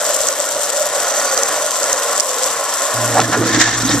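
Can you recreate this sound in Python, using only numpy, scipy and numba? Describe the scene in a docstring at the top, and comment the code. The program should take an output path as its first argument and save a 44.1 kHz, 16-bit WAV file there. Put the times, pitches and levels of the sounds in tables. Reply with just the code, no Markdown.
"""Tap spray patters on a kitchen sink, close to a handheld camera, and runs down a waste disposer.
Trapped air gurgles in the drain; falling water rings the grinding chamber and, briefly, the steel flange.
Near 3 s the disposer starts: the motor hums, and its plate slaps into the pooled water
and churns it against the chamber wall."""
import sys
import numpy as np
from scipy import signal
from scipy.fft import rfft, irfft
from scipy.io import wavfile
from numba import njit

SR = 44100
rng = np.random.default_rng(int(sys.argv[2]) if len(sys.argv) > 2 else 0)


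def output_pcm(signal):
    """Save a mono or channel-first signal as 16-bit PCM at the path in sys.argv[1].

    Samples are clipped to [-1, 1] before scaling.
    """
    pcm = np.clip(np.atleast_2d(signal).T, -1, 1) * 32767
    wavfile.write(sys.argv[1], SR, np.round(pcm).astype(np.int16))


N = 176400

# Table levels are relative: each layer has its own trim.
# spray on the basin: t/s, level/dB
SPRAY_LEVEL = [(0, -32.5), (.22, -29), (.3, -33.5), (1.05, -31.5), (1.5, -32.5), (2.15, -31.5),
               (2.7, -32.5), (3.18, -31), (3.24, -38), (3.5, -40), (4, -34.5)]
# droplet size classes: f/Hz, width/Hz, level/dB, spread of strengths/dB
DROPLET_BANDS = [(965, 3200, -19, 9), (3320, 2130, -9.5, 4), (6630, 12000, -5.5, 8), (11730, 25800, -4, 26)]
# drumming of the basin: f/Hz, level/dB
BASIN_SPECTRUM = [(25, -23), (90, -21), (128, 13.5), (175, -4.5), (300, 13.5), (420, -19), (1500, -53)]
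# resonance of the drain's air cavity: t/s, f/Hz
THROAT_PITCH = [(0, 594), (.3, 571), (.8, 584), (1.05, 566), (1.23, 585), (1.37, 514), (1.6, 605),
                (1.93, 551), (2.24, 582), (2.37, 488), (2.5, 567), (3.0, 615)]
# gurgle of that cavity: t/s, level/dB
THROAT_LEVEL = [(0, -25), (.7, -27), (1.4, -24), (1.46, -32), (1.55, -23), (1.75, -29.5), (1.88, -25),
                (2.3, -28), (2.75, -30), (3.1, -26), (3.5, -39), (4, -46)]
# big gulps of the drain: t/s, level/dB
GULPS = [(.088, -7), (.39, -7), (.555, -6.5), (.648, -15), (.744, -9.5), (.803, -5.5), (.858, -15),
         (.912, -19), (1.02, -6.5), (1.088, -23), (1.191, -6.5), (1.25, -15), (1.368, -7.5), (1.418, -11.5)]
# modes of the grinding chamber: f/Hz, width/Hz, level/dB
CHAMBER_MODES = [(476.5, 10, -0.5), (566.4, 14, -2.5), (702, 38, -8), (784, 215, -3.5), (1035.7, 12.5, 3.5),
                 (1124, 46, -0.5), (1335, 93, -0.5), (1428, 18, 2.5), (1689, 54, -4), (1817, 45, -7)]
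# water falling into the chamber: t/s, level/dB
POUR_LEVEL = [(0, -24.5), (.3, -28), (.8, -27.5), (1.05, -24), (1.55, -23), (1.73, -28), (1.9, -22.5),
              (2.15, -24.5), (2.27, -28.5), (2.5, -25.5), (2.85, -25), (3.2, -23), (3.25, -30.5),
              (3.42, -26)]
# single fat drops: t/s, level/dB, left minus right/dB
FAT_DROPS = [(0.164, -8, 7), (0.205, -8, 4.0), (0.2862, -1.5, -4), (0.401, -6.5, 4), (0.7012, -10.5, 13),
             (1.376, -4, -11), (1.433, -0.5, -3), (1.708, -6, 3), (1.831, -5, -4), (1.841, -7, -5),
             (1.9294, 4, -6.5), (1.969, -15, 7), (2.1782, -6, 4.5), (2.1987, 2, -13), (2.2048, 1.5, -5),
             (2.268, -15, 3), (2.4336, -8, 10), (2.4412, -2.5, -5)]
# soft bumps of a hand on the camera: t/s, level/dB
CAMERA_BUMPS = [(0.206, -28), (1.375, -35), (1.927, -25)]
# modes of the steel flange: f/Hz, level/dB
FLANGE_MODES = [(3140, -12), (4650, 0), (6150, 5)]
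# harmonics of the motor hum, fundamental first: level/dB
HUM_HARMONICS = [-22.5, -38, -52, -42]
# churning water: t/s, rumble level/dB, swish level/dB
CHURN_LEVEL = [(2.94, -52, -74), (3.12, -29.5, -50), (3.2, -18.5, -15.5), (3.27, -25, -25.5),
               (3.4, -18, -27.5), (3.55, -21.5, -17), (3.78, -21.5, -16.5), (3.83, -24, -15.5),
               (3.92, -16.5, -12.5), (4, -23.5, -33)]
# rumble in the housing: f/Hz, level/dB
RUMBLE_SPECTRUM = [(40, -42), (80, -10), (150, -5.5), (235, 1), (290, 2), (325, 4), (375, -14), (480, -5),
                   (700, -24), (1500, -14.5), (4000, -47)]
# swish on the chamber wall: f/Hz, level/dB
SWISH_SPECTRUM = [(300, -19), (1400, 5), (2700, -1.5), (3500, 2.5), (5000, -2.5), (7000, -3), (10000, -26),
                  (14000, -55)]
# ring of the whirling water before it rises: f/Hz, level/dB
WHIRL_MODES = [(1750, 4), (2060, -7)]
# slaps of the plate on the water: t/s, rise/s, level/dB, f/Hz, width/Hz
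PLATE_SLAPS = [(3.145, 0.02, -11, 644, 199), (3.168, 0.002, -1, 746, 1000), (3.178, 0.003, -3, 750, 1500),
               (3.193, 0.0015, 4.5, 604, 646), (3.201, 0.0011, 4.5, 2400, 5950),
               (3.212, 0.0034, -6, 2500, 5970), (3.32, 0.01, -7, 1260, 2400),
               (3.34, 0.0054, -5.5, 1190, 1070), (3.662, 0.013, -10, 1220, 2030),
               (3.775, 0.0064, -12.5, 1400, 1490), (3.772, 0.0058, -10.5, 6260, 4000),
               (3.917, 0.013, -13, 6700, 3500)]
# heavy lurches of the water: t/s, level/dB, f/Hz
LURCHES = [(3.365, -17, 416), (3.398, -12.5, 344), (3.491, -16.5, 340), (3.572, -11.5, 320),
           (3.604, -15, 312), (3.846, -11.5, 265), (3.936, -12, 269)]
# EQ of the left and right microphone ports: f/Hz, level/dB
LEFT_PORT_EQ = [(50, -10.5), (550, 0.53), (2500, -2.5), (4500, -1), (6000, 3.5), (6800, 8), (7500, 14.5),
                (8300, 7.5), (9500, 2), (12000, -1.5)]
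RIGHT_PORT_EQ = [(50, -6), (550, 3), (2500, -2.5), (4500, 2), (5300, 5.5), (6000, 10.5), (6800, 5.5),
                 (8000, -1.5), (9500, -5.5), (12000, -13), (14000, -18)]

MOTOR_ON_S, SPIN_UP_S, SHAFT_HZ = 2.938, 0.67, 55


def undb(db):
    return 10 ** (np.asarray(db) / 20)


def unit(x):
    return x / np.sqrt(np.mean(x ** 2) + 1e-18)


def curve(rows, column=1):
    """One column of a table, joined by straight lines in time."""
    rows = np.array(rows)
    return np.interp(np.arange(N) / SR, rows[:, 0], rows[:, column])


def since(start):
    return np.maximum(np.arange(N) / SR - start, 0)


def swell(start, rise_s):
    """An envelope that rises to 1 and dies away."""
    progress = since(start) / rise_s
    return progress * np.exp(1 - progress)


def wander(per_s):
    """Random drift with a spread near 1."""
    knots = rng.standard_normal(4096)
    return np.interp(since(0) * per_s, np.arange(len(knots)), knots)


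def colour(x, points, size=4096):
    """Minimum-phase EQ through points of f/Hz, level/dB."""
    hz, db = np.array(points).T
    bin_hz = np.fft.rfftfreq(size, 1 / SR)
    gain = undb(np.interp(np.log(bin_hz + 1), np.log(hz), db))
    cepstrum = irfft(np.log(gain))[:size // 2]
    cepstrum[1:] *= 2
    response = irfft(np.exp(rfft(cepstrum, size)))
    return signal.fftconvolve(x, response)[:N]


@njit
def swept_band(x, hz, width):
    """State-variable band-pass with a moving centre."""
    y, band_state, low_state = np.empty(len(x)), 0., 0.
    for i in range(len(x)):
        tuning, damping = np.tan(np.pi * hz[i] / SR), width / hz[i]
        passed = (band_state + tuning * (x[i] - low_state)) / (1 + tuning * (tuning + damping))
        band_state = 2 * passed - band_state
        low_state += 2 * tuning * passed
        y[i] = damping * passed
    return y


def band(x, hz, width):
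    return swept_band(x, hz * np.ones(N), float(width))


def steep_band(x, hz, width):
    return band(band(x, hz, width), hz, width)


@njit
def follow(x, attack_s, release_s):
    """Envelope follower."""
    y, level = np.empty(len(x)), 0.
    for i in range(len(x)):
        level += (x[i] - level) / (SR * (attack_s if x[i] > level else release_s))
        y[i] = level
    return y


def impacts(per_s, spread_db):
    """Random impacts, mostly small, a few large."""
    hit = rng.random(N) < per_s / SR
    size = undb(spread_db * np.minimum(rng.exponential(size=N), 4.1))
    return unit(hit * size * rng.choice([-1, 1], N))


def widen(source, side_db):
    """Two draws of a source as mid and side."""
    return source() + undb(side_db) * source() * np.array([[1], [-1]])


def spray(scatter_s=0.00069, mist_db=0.5, flicker_db=1.62):
    """Droplets burst on the basin over a fine mist and reach the two ports by scattered paths."""
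    out = 0
    for hz, width, db, spread_db in DROPLET_BANDS:
        energy = signal.lfilter([1], [1, -np.exp(-2 / (scatter_s * SR))], impacts(2900, spread_db) ** 2)
        patter = np.sqrt(energy / energy.mean() + undb(2 * mist_db)) * undb(1.28 * wander(70))
        burst = lambda: unit(steep_band(patter * rng.standard_normal(N), hz, width))
        out = out + undb(db) * widen(burst, side_db=-5)
    return out * undb(curve(SPRAY_LEVEL) + 8.5 + flicker_db * wander(70))


def basin():
    """The basin drums faintly under the stream."""
    return unit(colour(impacts(2000, spread_db=0), BASIN_SPECTRUM)) * undb(-46.5)


def drain_throat(width_hz=78, throb_db=1.5, glide_per_s=0.34):
    """The stream traps air in the drain: the cavity throbs, and big gulps chirp upward."""
    hz = curve(THROAT_PITCH) * (1 + 0.0097 * wander(25.07))
    push = impacts(2500, spread_db=1) * undb(throb_db * wander(38))
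    cavity = band(band(push, hz, width_hz), hz, 2 * width_hz)
    out = unit(cavity) * undb(curve(THROAT_LEVEL))
    for start, db in GULPS:
        age = since(start)
        turns = hz[int(start * SR)] * age * (1 + glide_per_s * age / 2)
        out += undb(db - 9) * swell(start, rise_s=0.0078) * np.sin(2 * np.pi * turns)
    return out


def chamber(x):
    """The grinding chamber rings at its modes."""
    return sum(undb(db) * band(x, hz, width) for hz, width, db in CHAMBER_MODES)


def pour():
    """Falling water rings the chamber; its level ducks briefly after the loud slap."""
    return unit(chamber(impacts(2200, spread_db=1))) * undb(curve(POUR_LEVEL) + 1.5)


def bubbles(count, low_hz, high_hz, decay_cycles, glide, spread_db=3):
    """Small bubbles ring briefly; glide bends their pitch upward."""
    out, age = np.zeros(N + 2048), np.arange(2048) / SR
    for when, pitch, size in rng.random((count, 3)):
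        turns = low_hz * (high_hz / low_hz) ** pitch * age
        envelope = undb(-spread_db * np.log(size + 0.053)) * np.exp(-turns / decay_cycles)
        i = int(when * N)
        out[i:i + len(age)] += envelope * np.sin(2 * np.pi * turns * (1 + glide * turns / decay_cycles))
    return unit(out[:N])


def plinks():
    """Bubbles plink in the falling water."""
    ring = bubbles(count=900, low_hz=901.4, high_hz=1999, decay_cycles=26.4, glide=0.0232)
    return ring * undb(curve(POUR_LEVEL) - 4.5)


def fat_drops(decay_s=0.0016):
    """Fat drops land close by with a sharp tick."""
    out, age = np.zeros((2, N)), np.arange(512) / SR
    for start, db, pan_db in FAT_DROPS:
        tick = rng.standard_normal((2, len(age))) * np.exp(-age / decay_s)
        tick /= np.linalg.norm(tick, axis=-1, keepdims=True)
        i = int(start * SR)
        out[:, i:i + len(age)] += tick * undb(db + 15.5 + np.array([[pan_db], [-pan_db]]) / 2)
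    return np.array([steep_band(side, hz=7000, width=8100) for side in out])


def camera_bumps():
    """Soft, low bumps of a hand on the camera."""
    hits = sum(undb(db) * swell(start, rise_s=0.002) for start, db in CAMERA_BUMPS)
    return band(hits, hz=55, width=110)


def flange():
    """For a moment the stream plays on the steel flange, and single droplets ping on it."""
    pings = sum(band(impacts(220, spread_db=3), hz, width=130) * undb(db) for hz, db in FLANGE_MODES)
    return unit(pings) * swell(start=0.95, rise_s=0.28) * undb(-32)


def drain_mouth():
    """The stream shifts into the drain's mouth, and its hollow upper resonance slowly swells."""
    note = steep_band(rng.standard_normal(N), hz=1056, width=135)
    return unit(note) * swell(start=1.47, rise_s=0.82) * undb(-29)


def motor(hum_hz=117.4, attack_s=0.012, flutter_db=3.8):
    """Magnetic hum shakes the housing from switch-on; the shaft's drone fades in over the spin-up."""
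    age = since(MOTOR_ON_S)
    attack = 1 - np.exp(-age / attack_s)
    spin_up = np.minimum(age / SPIN_UP_S, 1)
    phase = 2 * np.pi * np.cumsum(hum_hz * (1 + 0.0027 * wander(15))) / SR
    hum = sum(undb(db) * np.sqrt(2) * np.sin(k * phase) for k, db in enumerate(HUM_HARMONICS, 1))
    pulses = rng.standard_normal(N) * (1 + np.cos(phase)) ** 2
    buzz = unit(band(band(pulses, hz=280, width=110), hz=240, width=170))
    hum *= attack * undb(-1.5 * spin_up + flutter_db * wander(25))
    turn = 2 * np.pi * SHAFT_HZ * age  # its octave beats against the hum
    shaft = np.sqrt(2) * (np.sin(turn) * spin_up ** 6 + undb(-1) * np.sin(2 * turn) * spin_up)
    return hum + (age > 0) * buzz * undb(-34) + shaft * undb(-31.5)


def churn(rise_per_s=0.14):
    """Whirling water rumbles in the housing and swishes on its wall, the swish throbbing each turn."""
    rumble = unit(colour(impacts(700, spread_db=4), RUMBLE_SPECTRUM)) * undb(curve(CHURN_LEVEL))
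    throb = undb(8.2 * wander(29.873) + 1.5 * np.sin(2 * np.pi * SHAFT_HZ * since(0)))
    wall = widen(lambda: unit(colour(impacts(4600, spread_db=3.5) * throb, SWISH_SPECTRUM)), side_db=-3)
    ring = unit(chamber(impacts(2000, spread_db=8.5) * throb)) * undb(-6.5)
    rise = 1 + rise_per_s * since(MOTOR_ON_S + SPIN_UP_S)  # the whirl climbs as the chamber empties
    whirl = sum(undb(db) * band(rng.standard_normal(N) * throb, hz * rise, width=86)
                for hz, db in WHIRL_MODES)
    swish = (wall + ring + unit(whirl) * undb(3)) * undb(curve(CHURN_LEVEL, column=2) - 6)
    return (rumble + swish) * (since(MOTOR_ON_S) > 0)


def sputter():
    """Fine bubbles sputter in the churned water."""
    fizz = lambda: bubbles(count=1300, low_hz=3200, high_hz=6980, decay_cycles=22, glide=0)
    return widen(fizz, side_db=-16) * undb(curve(CHURN_LEVEL, column=2) - 11)


def plate_slaps():
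    """The plate hits pooled water: splashes ring the chamber, and the water lurches low."""
    splashes = np.zeros(N)
    for start, rise_s, db, hz, width in PLATE_SLAPS:
        envelope = swell(start, rise_s)
        splash = steep_band(rng.standard_normal(N) * envelope, hz, width)
        splashes += undb(db) * unit(splash) * np.sqrt(np.mean(envelope ** 2))
    out = undb(-12.5) * splashes + undb(-4.5) * chamber(splashes)
    for start, db, hz in LURCHES:
        out += undb(db) * swell(start, rise_s=0.008) * np.sin(2 * np.pi * hz * since(start))
    return out


def scene():
    """A bed of running water, passing accents, then the disposer."""
    bed = spray() + basin() + drain_throat() + pour() + plinks()
    accents = fat_drops() + camera_bumps() + flange() + drain_mouth()
    disposer = motor() + churn() + sputter() + plate_slaps()
    return bed + accents + disposer


def record(dry, threshold_db=-3.5, top_hz=14250):
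    """Each port has its own treble resonance; a limiter ducks after loud peaks, and the top is cut."""
    ports = np.array([colour(dry[0], LEFT_PORT_EQ), colour(dry[1], RIGHT_PORT_EQ)])
    level = follow(np.abs(ports).max(axis=0), attack_s=0.0026, release_s=0.27)
    duck = np.minimum(1, undb(threshold_db) / (level + 1e-9))
    limited = np.clip(ports * duck, -1, 1)
    return signal.sosfilt(signal.ellip(10, .2, 70, top_hz, fs=SR, output="sos"), limited)


dry = scene()
out = record(dry)
output_pcm(out)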